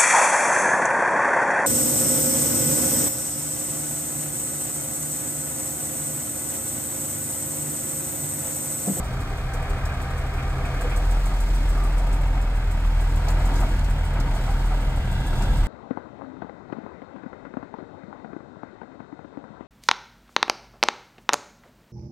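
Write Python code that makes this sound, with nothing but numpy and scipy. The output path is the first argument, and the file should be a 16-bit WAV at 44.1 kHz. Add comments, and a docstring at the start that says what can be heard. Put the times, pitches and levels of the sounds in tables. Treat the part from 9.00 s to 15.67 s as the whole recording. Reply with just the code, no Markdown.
"""Two diesels on a quiet street

A low-loader idles while the small truck on its deck creeps forward and takes up load. At the stereo
microphone their exhaust tones beat against each other; the cylinders clatter and wash back off the
houses, and a sharp tick comes about once per engine cycle. Loose parts click and knock, the bodywork
hums, creaks and squeals faintly, and a low rumble turns to gusty buffets near the end."""
import sys
import numpy as np
from scipy import signal
from scipy.fft import rfft, irfft, next_fast_len
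from scipy.io import wavfile

SR = 44100
rng = np.random.default_rng(int(sys.argv[2]) if len(sys.argv) > 2 else 0)


def log_audio(samples):
    """Write samples as a 16-bit WAV file to the path given in sys.argv[1]."""
    # one column per channel
    frames = np.atleast_2d(samples).T
    # limit to full scale, then quantise
    limited = np.clip(frames, -1, 1)
    pcm = np.round(limited * 32767).astype(np.int16)
    wavfile.write(sys.argv[1], SR, pcm)


N = 294147
TIME = np.arange(N) / SR
FREQS = np.maximum(np.fft.rfftfreq(next_fast_len(N, True), 1 / SR), 1)
CYLINDERS, IDLE_FIRING_HZ = 6, 29.975  # in each engine; of the low-loader
PUFF_LAG = .29  # exhaust phase, as a share of one firing interval
DIRECT_ONLY = [[1], [0]]  # up to the microphones, sound travels in two rows: direct and scattered


def from_db(db):
    """Decibels to gain."""
    return 10 ** (np.asarray(db) / 20)


def unit_rms(x):
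    """Scale to an rms of 1."""
    return x / np.sqrt(np.mean(x ** 2) + 1e-20)


def in_time(rows):
    """One control curve for each column after the time."""
    times, *columns = np.transpose(rows)
    return [np.interp(TIME, times, column) for column in columns]


def at_hz(rows, column=1):
    """A column of a table over log frequency."""
    rows = np.array(rows)
    return np.interp(np.log(FREQS), np.log(rows[:, 0]), rows[:, column])


def filtered(x, response):
    """Apply a frequency response."""
    size = next_fast_len(N, True)
    return irfft(rfft(x, size) * response, size)[..., :N]


def coloured(x, spectrum):
    """Shape by a spectrum that falls steeply beyond its ends; rms 1."""
    skirts = np.minimum(1, FREQS / spectrum[0][0]) * np.minimum(1, spectrum[-1][0] / FREQS)
    return unit_rms(filtered(x, from_db(at_hz(spectrum)) * skirts ** 4))


def white():
    """Two unrelated noises: direct and scattered sound."""
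    return rng.standard_normal((2, N))


def drift(rate_hz):
    """A random wander with an rms of 1."""
    knots = TIME * 2 * rate_hz + rng.random()
    return unit_rms(np.interp(knots, np.arange(8192), rng.standard_normal(8192)))


def burst(start, t60, rise):
    """Envelope of one contact: a quick rise and an exponential decay, times in seconds."""
    out, first = np.zeros(N), int(np.clip(start * SR, 0, N - 1))
    age = TIME[:min(SR // 2, N - first)]
    out[first:first + len(age)] = (1 - np.exp(-age / rise)) * from_db(-60 * age / t60)
    return out


def resonant(modes):
    """Noise in narrow resonances, each at its own rms level."""
    response = sum(from_db(db) / np.sqrt(width) / (1 + (2 * (FREQS - hz) / width) ** 2)
                   for hz, width, db in modes)
    return filtered(white(), response * np.sqrt(2 * SR / np.pi))


def whine(rows, waver, flutter_db):
    """A stick-slip tone, unsteady in pitch and strength."""
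    hz, db = in_time(rows)
    phase = 2 * np.pi * np.cumsum(hz * (1 + waver * drift(30.6))) / SR
    return np.sqrt(2) * from_db(db + flutter_db * drift(23)) * np.sin(phase) * DIRECT_ONLY


def low_rumble():
    """A low rumble, with gusty buffets on the microphone near the end."""
    # strength of the rumble: (time [s], level [dB])
    levels = [(0, -31.5), (2.5, -34.5), (4.2, -33), (4.7, -29.5), (5.3, -30), (5.85, -30), (6.1, -23),
              (6.25, -29.5), (6.45, -21), (6.67, -22)]
    # its spectrum: (frequency [Hz], level [dB])
    spectrum = [(15, -12), (26, 0.5), (50, 0.5), (90, -2.5), (140, -9.5), (220, -20), (400, -40)]
    return from_db(in_time(levels)[0]) * coloured(white(), spectrum)


def bodywork(load, damped_db=-8.0):
    """Sheet metal sings until the engine pulls; a hum swells as it picks up, then passes."""
    # panel resonances: (frequency [Hz], width [Hz], level [dB])
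    modes = [(399.5, 18, -50.5), (786.4, 23, -49), (1194, 16, -55), (1514, 20, -56)]
    # bodywork hum: (time [s], pitch [Hz], level [dB])
    hum = [(0, 483, -60.5), (.55, 492, -49.5), (.8, 496, -54), (1.5, 489, -51), (1.68, 493, -45),
           (1.88, 494, -42), (2.05, 498, -54), (2.4, 493, -59), (6.67, 499, -55)]
    singing = from_db(damped_db * load + drift(1.9)) * resonant(modes)
    return singing + whine(hum, waver=.0052, flutter_db=4.5)


def creak():
    """Metal creaks briefly as the weight shifts."""
    # swell of the creak: (time [s], level [dB])
    levels = [(0, -75), (2.68, -72), (2.78, -41.5), (2.88, -46.5), (3.02, -78), (6.67, -69)]
    # its resonances: (frequency [Hz], width [Hz], level [dB])
    modes = [(1165, 60, -0.5), (1260, 93, -5)]
    return from_db(in_time(levels)[0]) * resonant(modes)


def squeal():
    """Metal sticks and slips: a faint tone with a rough ring around it."""
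    # the tone: (time [s], pitch [Hz], level [dB])
    glide = [(0, 1560, -80), (5.6, 1553, -73), (6.0, 1571, -56), (6.15, 1615, -46), (6.33, 1641, -47),
             (6.45, 1590, -45), (6.67, 1555, -53)]
    # the ring: (frequency [Hz], width [Hz], level [dB])
    modes = [(1609, 110, -3), (2720, 110, -7), (3470, 210, -4.5), (3890, 92, -12), (4960, 80, -17)]
    tone = whine(glide, waver=.01402, flutter_db=1.0)
    return tone + from_db(in_time(glide)[1]) * resonant(modes)


def loose_clicks(gain_db=4.5, grain_db=.5):
    """Short, broad cracks of loose steel."""
    # contacts: (time [s], level [dB], time to fall 60 dB [s])
    clicks = [(.537, -50, .06), (.854, -43, 0.056), (1.961, -47, .06), (4.283, -37, 0.074),
              (4.553, -45, .25), (4.578, -54, 0.16), (4.792, -43, .04), (4.843, -45, 0.062),
              (5.2, -40, 0.067), (6.421, -44, 0.16)]
    # their spectrum: (frequency [Hz], level [dB])
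    spectrum = [(600, -29), (1500, -19), (4000, 14), (8000, 9), (13000, 0), (16000, -10)]
    envelope = sum(from_db(db) * burst(start, t60, rise=.001) for start, db, t60 in clicks)
    return from_db(gain_db + grain_db * drift(400)) * envelope * coloured(white(), spectrum)


def chassis_knocks(gain_db=2.5, t60=.16, rise=.0057):
    """Heavy parts of deck and chassis shift and knock; small ones clink higher."""
    # contacts: (time [s], level [dB], brightness [0-1])
    knocks = [(.892, -38.5, 0.96), (1.378, -35.5, 0.95), (1.645, -32, 0.4), (1.912, -32.5, 0.94),
              (2.302, -33.5, 0.16), (3.368, -36.5, 0.04), (4.272, -28, 0.04), (4.621, -27.5, 0),
              (5.152, -30, 0.05), (5.474, -28.5, 0.03), (5.708, -32.5, .1), (6.408, -36, .3)]
    # spectra of a heavy and a small part: (frequency [Hz], level [dB])
    dull = [(300, -16), (600, -4), (760, 8.5), (950, -4.5), (1100, -6.5), (1300, 0), (1900, -31)]
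    bright = [(1000, -10), (1550, 5), (1900, -6), (2350, 5), (2800, -5)]
    out = 0
    for end, spectrum in (0, dull), (1, bright):
        envelope = sum(from_db(db) * np.sqrt(1 - abs(end - brightness)) * burst(start, t60, rise)
                       for start, db, brightness in knocks)
        out += envelope * coloured(white(), spectrum)
    return from_db(gain_db) * out


def engine_ticks(gain_db=-2.5, grain_db=.9, t60=.15, rise=.0018, answer_db=-8.0, answer_s=.086):
    """A bright, gritty tick on most cycles, answered by a weaker one about a crank turn later."""
    # leading ticks: (time [s], level [dB])
    ticks = [(0.0408, -40.5), (0.2044, -42), (0.3721, -43.5), (0.5347, -37.5), (0.6935, -41.5),
             (0.852, -40), (1.0144, -40.5), (1.1752, -40.5), (1.3349, -44), (1.494, -45.5), (1.6514, -43),
             (1.8083, -37), (1.9604, -35), (2.1064, -38.5), (2.2548, -37), (2.401, -37), (2.543, -40),
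             (2.688, -39), (2.8355, -40.5), (2.979, -39.5), (3.1253, -38.5), (3.266, -49), (3.4116, -44),
             (3.5542, -45), (3.7095, -42), (3.8574, -46), (4.0058, -42), (4.156, -40), (4.3024, -38.5),
             (4.4513, -37), (4.5994, -37), (4.8954, -41.5), (5.0453, -42), (5.3476, -41.5), (5.5034, -45.5),
             (5.6544, -43), (5.8072, -44), (5.9589, -42), (6.112, -41.5), (6.2636, -39.5), (6.419, -42),
             (6.5694, -40.5)]
    # their spectrum: (frequency [Hz], level [dB])
    spectrum = [(2500, -25), (4000, -10), (6000, -8), (7200, -4), (8200, 1), (9400, -3.5), (12500, -10),
                (15500, -15)]
    envelope = 0
    for start, db in ticks:
        answer = from_db(answer_db) * burst(start + answer_s, t60, rise)
        envelope += from_db(db) * (burst(start, t60, rise) + answer)
    return from_db(gain_db + grain_db * drift(250)) * envelope * coloured(white(), spectrum)


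def combustion(cycles, t60=.15, rise=.00058, uneven_db=1.2, jitter_s=.00012, repeat_share=.42):
    """Every cylinder rings the block in its own way, partly alike from cycle to cycle, partly fresh."""
    decay = burst(0, t60, rise)[:SR // 10]
    rings, power = np.zeros((2, N)), np.zeros(N)
    for cylinder in range(CYLINDERS):
        firings = np.searchsorted(cycles, np.arange(int(cycles[-1]) + 1) + cylinder / CYLINDERS)
        firings = firings[firings < N]
        jittered = firings + jitter_s * SR * rng.standard_normal(len(firings))
        strengths = from_db(uneven_db * rng.standard_normal(len(firings)))
        blows = np.zeros(N)
        blows[np.clip(jittered, 0, N - 1).astype(int)] = strengths
        ring = decay * rng.standard_normal((2, len(decay)))
        rings += signal.oaconvolve(blows[None], ring, axes=1)[:, :N]
        power += blows ** 2
    fresh = np.sqrt(np.abs(signal.oaconvolve(power, decay ** 2)[:N])) * white()
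    return np.sqrt(repeat_share) * unit_rms(rings) + np.sqrt(1 - repeat_share) * unit_rms(fresh)


def clatter(cycles, load, idle_db=-4.5, street_db=3.5):
    """Both blocks, and their wash off the houses, sound through body, block and valve cover."""
    # (time [s], body drone [dB], combustion knock [dB], valve gear rattle [dB], hiss [dB])
    levels = [(0.0, -42, -36.5, -48.5, -51), (0.07, -42, -38, -45.5, -51.5), (0.33, -39.5, -38, -44.5, -52),
              (0.45, -46, -40.5, -44.5, -53), (0.57, -44, -37, -42.5, -53.5),
              (1.61, -39.5, -37.5, -43.5, -52.5), (1.86, -39.5, -37.5, -41, -51),
              (2.1, -43.5, -37.5, -45, -50), (2.55, -39.5, -40, -45, -49), (2.99, -41, -37.5, -45, -52),
              (3.36, -40.5, -39, -45, -54), (3.59, -44.5, -40, -45.5, -55), (4.07, -44, -39, -44.5, -51),
              (4.1, -39.5, -39.5, -46.5, -51), (4.31, -43.5, -35.5, -42, -51), (4.35, -37, -39, -43, -51),
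              (4.38, -40.5, -35, -42, -50), (4.62, -33, -34.5, -43.5, -49),
              (4.79, -40, -40.5, -43.5, -50.5), (4.81, -38.5, -38.5, -45.5, -51.5),
              (5.09, -51, -39, -45, -53), (5.18, -35.5, -36, -43.5, -54.5), (5.41, -40, -37.5, -45, -49),
              (5.98, -41.5, -37.5, -45, -53), (6.02, -46, -39.5, -45, -52.5),
              (6.33, -36.5, -37.5, -47.5, -50.5), (6.39, -38, -37, -50, -47), (6.43, -34, -35, -45, -50),
              (6.58, -39, -38, -47.5, -49), (6.67, -47, -37, -44.5, -52)]
    # their spectra, knock and rattle both unloaded and loaded: (frequency [Hz], level [dB])
    drone_tone = [(100, -17), (160, -.5), (205, -2), (245, -2), (290, -0.5), (380, -10.5), (520, -31)]
    knock_free = [(280, -27), (420, -9), (570, -4.5), (680, 2), (790, -2.5), (870, -6.5), (940, -2.5),
                  (1020, -7), (1230, -3), (1380, -10), (1700, -35)]
    knock_loaded = [(280, -19), (420, -4.5), (580, -0.5), (650, 0.5), (770, 1.5), (830, -0.5), (940, 4),
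                    (1030, -6), (1250, -5.5), (1400, -6.5), (1700, -32)]
    rattle_free = [(1150, -26), (1480, -3.5), (1650, 3), (1780, -5.5), (1950, -5.5), (2150, -4), (2450, -3),
                   (2580, -13), (3200, -11.5), (4200, -25), (6000, -35)]
    rattle_loaded = [(1150, -27.5), (1480, -4.5), (1640, 1), (1780, -8), (1950, -4), (2130, -4.5),
                     (2450, -8.5), (2700, -10.5), (3200, -11), (4200, -25), (6000, -35)]
    hiss_tone = [(2000, -20), (3200, -2.5), (3900, .5), (4700, -.5), (5600, -3), (7000, -5), (8200, -3),
                 (10000, -5.5), (12000, -9.5), (15000, -14.5)]
    drone_db, knock_db, rattle_db, hiss_db = in_time(levels)
    blocks = combustion(cycles) + from_db(idle_db) * combustion(IDLE_FIRING_HZ * TIME / CYLINDERS)
    source = blocks + from_db(street_db) * white()

    def under_load(free, loaded):
        """The load crossfades two spectra."""
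        return (1 - load) * coloured(source, free) + load * coloured(source, loaded)

    drone = from_db(drone_db - 2) * coloured(source, drone_tone)
    knock = from_db(knock_db - .96) * under_load(knock_free, knock_loaded)
    rattle = from_db(rattle_db + 1) * under_load(rattle_free, rattle_loaded)
    hiss = from_db(hiss_db + 1.5 + .27 * drift(90)) * coloured(source, hiss_tone)
    return drone + knock + rattle + hiss


def puffs(firings, harmonics, waver_db=.5):
    """Each firing is a puff from the pipe: wavering harmonics of the firing rate."""
    phase = 2 * np.pi * (firings - PUFF_LAG)
    return -sum(from_db(db + waver_db * drift(6)) * np.cos(order * phase) for order, db in harmonics)


def low_loader_exhaust():
    """A steady idle that beats against the pulling truck about eleven times a second."""
    # exhaust tones: (multiple of the firing rate, level [dB])
    harmonics = [(1, -34.5), (2, -38.5), (3, -46), (5, -52)]
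    return np.sqrt(2) * puffs(IDLE_FIRING_HZ * TIME, harmonics) * DIRECT_ONLY


def truck_exhaust(cycles, load, waver_db=1.23):
    """The small truck's puffs, with the lope of unequal cylinders and the resonance of the pipe."""
    # (time [s], firing tone [dB], second harmonic [dB], third harmonic [dB], pipe resonance [dB])
    levels = [(0, -47, -36.5, -42, -38.0), (0.3, -35, -36.5, -49, -36.5), (0.65, -31, -34.5, -55, -37.0),
              (1, -36, -31.5, -50, -37.0), (1.4, -31, -32, -50, -35.5), (1.7, -29, -34, -60, -34.5),
              (1.9, -23.0, -35.5, -41, -38.5), (2.1, -19, -33, -48, -41.5), (2.3, -20.0, -49, -43, -39.5),
              (2.6, -20.0, -38, -57, -39.5), (3, -19.5, -43, -50, -37.5), (3.25, -21.0, -32.5, -35.5, -39),
              (3.5, -22.0, -37, -40.0, -47), (3.9, -20, -29.5, -44, -42.5), (4.3, -20.5, -29, -37, -33.5),
              (4.7, -20, -34.5, -41, -38.5), (5.05, -22.0, -29.5, -47, -35), (5.4, -23, -41, -35, -37),
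              (5.75, -21.5, -36, -50, -37), (6.1, -24, -32, -37.5, -35.5), (6.45, -24, -47, -45, -40),
              (6.67, -20.5, -38, -55.0, -35.0)]
    # tones of unequal cylinders, firing overtones and tones that the pipe picks out:
    # (multiple of the cycle rate, unloaded level [dB], loaded level [dB])
    lope = [(5, -42, -52), (7, -39, -42), (11, -52, -52), (13, -50, -48)]
    overtones = [(30, -59, -45.5), (36, -61, -53.5), (42, -52, -51)]
    pipe = [(20, -4, -2), (21, -1.5, -8), (22, -19.5, -14), (24, -16, -13.5)]

    def tones(rows):
        """Multiples of the cycle rate, each shifting in strength with the load."""
        total = 0
        for order, free_db, loaded_db in rows:
            db = free_db + load * (loaded_db - free_db) + waver_db * drift(4)
            total += from_db(db) * np.sin(2 * np.pi * (order * cycles + rng.random()))
        return total

    *harmonics_db, pipe_db = in_time(levels)
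    out = puffs(CYLINDERS * cycles, enumerate(harmonics_db, start=1))
    out += tones(lope) + tones(overtones) + from_db(pipe_db + .87) * tones(pipe)
    return np.sqrt(2) * out * DIRECT_ONLY


def reflections(x, ripple_db=2.5, spacing_hz=28, full_above_hz=1500, positions=3):
    """Small modes and reflections leave fine peaks and dips in the treble, shifting as the truck creeps."""
    grid, out = np.arange(0, SR / 2, spacing_hz), 0
    travel = np.linspace(0, positions - 1, N)
    depth_db = ripple_db * np.minimum(1, FREQS / full_above_hz) ** 2
    for position in range(positions):
        peaks = np.interp(FREQS, grid, rng.standard_normal(4096)[:len(grid)])
        nearness = np.maximum(0, 1 - np.abs(travel - position))
        out += nearness * filtered(x, from_db(depth_db * peaks))
    return out


def microphones(x):
    """Direct sound reaches the pair with a phase gap; scattered sound differs between left and right."""
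    # stereo pair: (frequency [Hz], likeness [0-1], left lead [rad])
    pair = [(30, .995, 0), (65, .97, 0), (300, .955, 0), (800, .9, .05), (1300, .8, .05), (1700, .45, -.5),
            (2300, .62, 1.3), (3100, .7, 3), (4300, .2, 3.3), (5800, .45, 2.9), (7200, .78, .4),
            (8200, .84, -.7), (10600, .86, -3.2), (13300, .78, -6.2)]
    alike, lead = at_hz(pair), at_hz(pair, 2)
    direct, scattered = filtered(x, np.sqrt([(1 + alike) / 2, (1 - alike) / 2]))
    sides = np.array([[1], [-1]])
    return filtered(direct + sides * scattered, np.exp(.5j * sides * lead))


def scene():
    """Both vehicles heard from the street; the truck's crank angle drives its exhaust and clatter."""
    # the truck's engine speed: (time [s], firing rate [Hz])
    firing_rate = [(0.0, 37.14), (0.3, 36.21), (0.6, 37.64), (1.0, 37.19), (1.4, 38.09), (1.7, 37.74),
                   (1.9, 39.19), (2.1, 40.99), (2.5, 41.32), (3.0, 41.31), (3.3, 42.1), (3.6, 40.05),
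                   (4.0, 40.15), (4.4, 40.57), (4.8, 40.89), (5.1, 39.67), (5.5, 39.02), (6.0, 39.47),
                   (6.3, 39.04), (6.67, 40.41)]
    # how hard it pulls: (time [s], load [0-1])
    pull = [(0, 0.05), (1.8, 0), (2.15, 0.7), (3.9, .9), (4.3, 0.85), (6.67, 1)]
    cycles = np.cumsum(in_time(firing_rate)[0]) / SR / CYLINDERS
    load = in_time(pull)[0]
    rumble = low_rumble()
    metal = reflections(clatter(cycles, load) + engine_ticks() + loose_clicks() + chassis_knocks())
    exhausts = low_loader_exhaust() + truck_exhaust(cycles, load)
    return microphones(rumble + bodywork(load) + creak() + squeal() + metal + exhausts)


def record(dry, cutoff_hz=15700):
    """The recorder cuts the top of the treble steeply."""
    return filtered(dry, 1 / np.sqrt(1 + (FREQS / cutoff_hz) ** 160))


dry = scene()
out = record(dry)
log_audio(out)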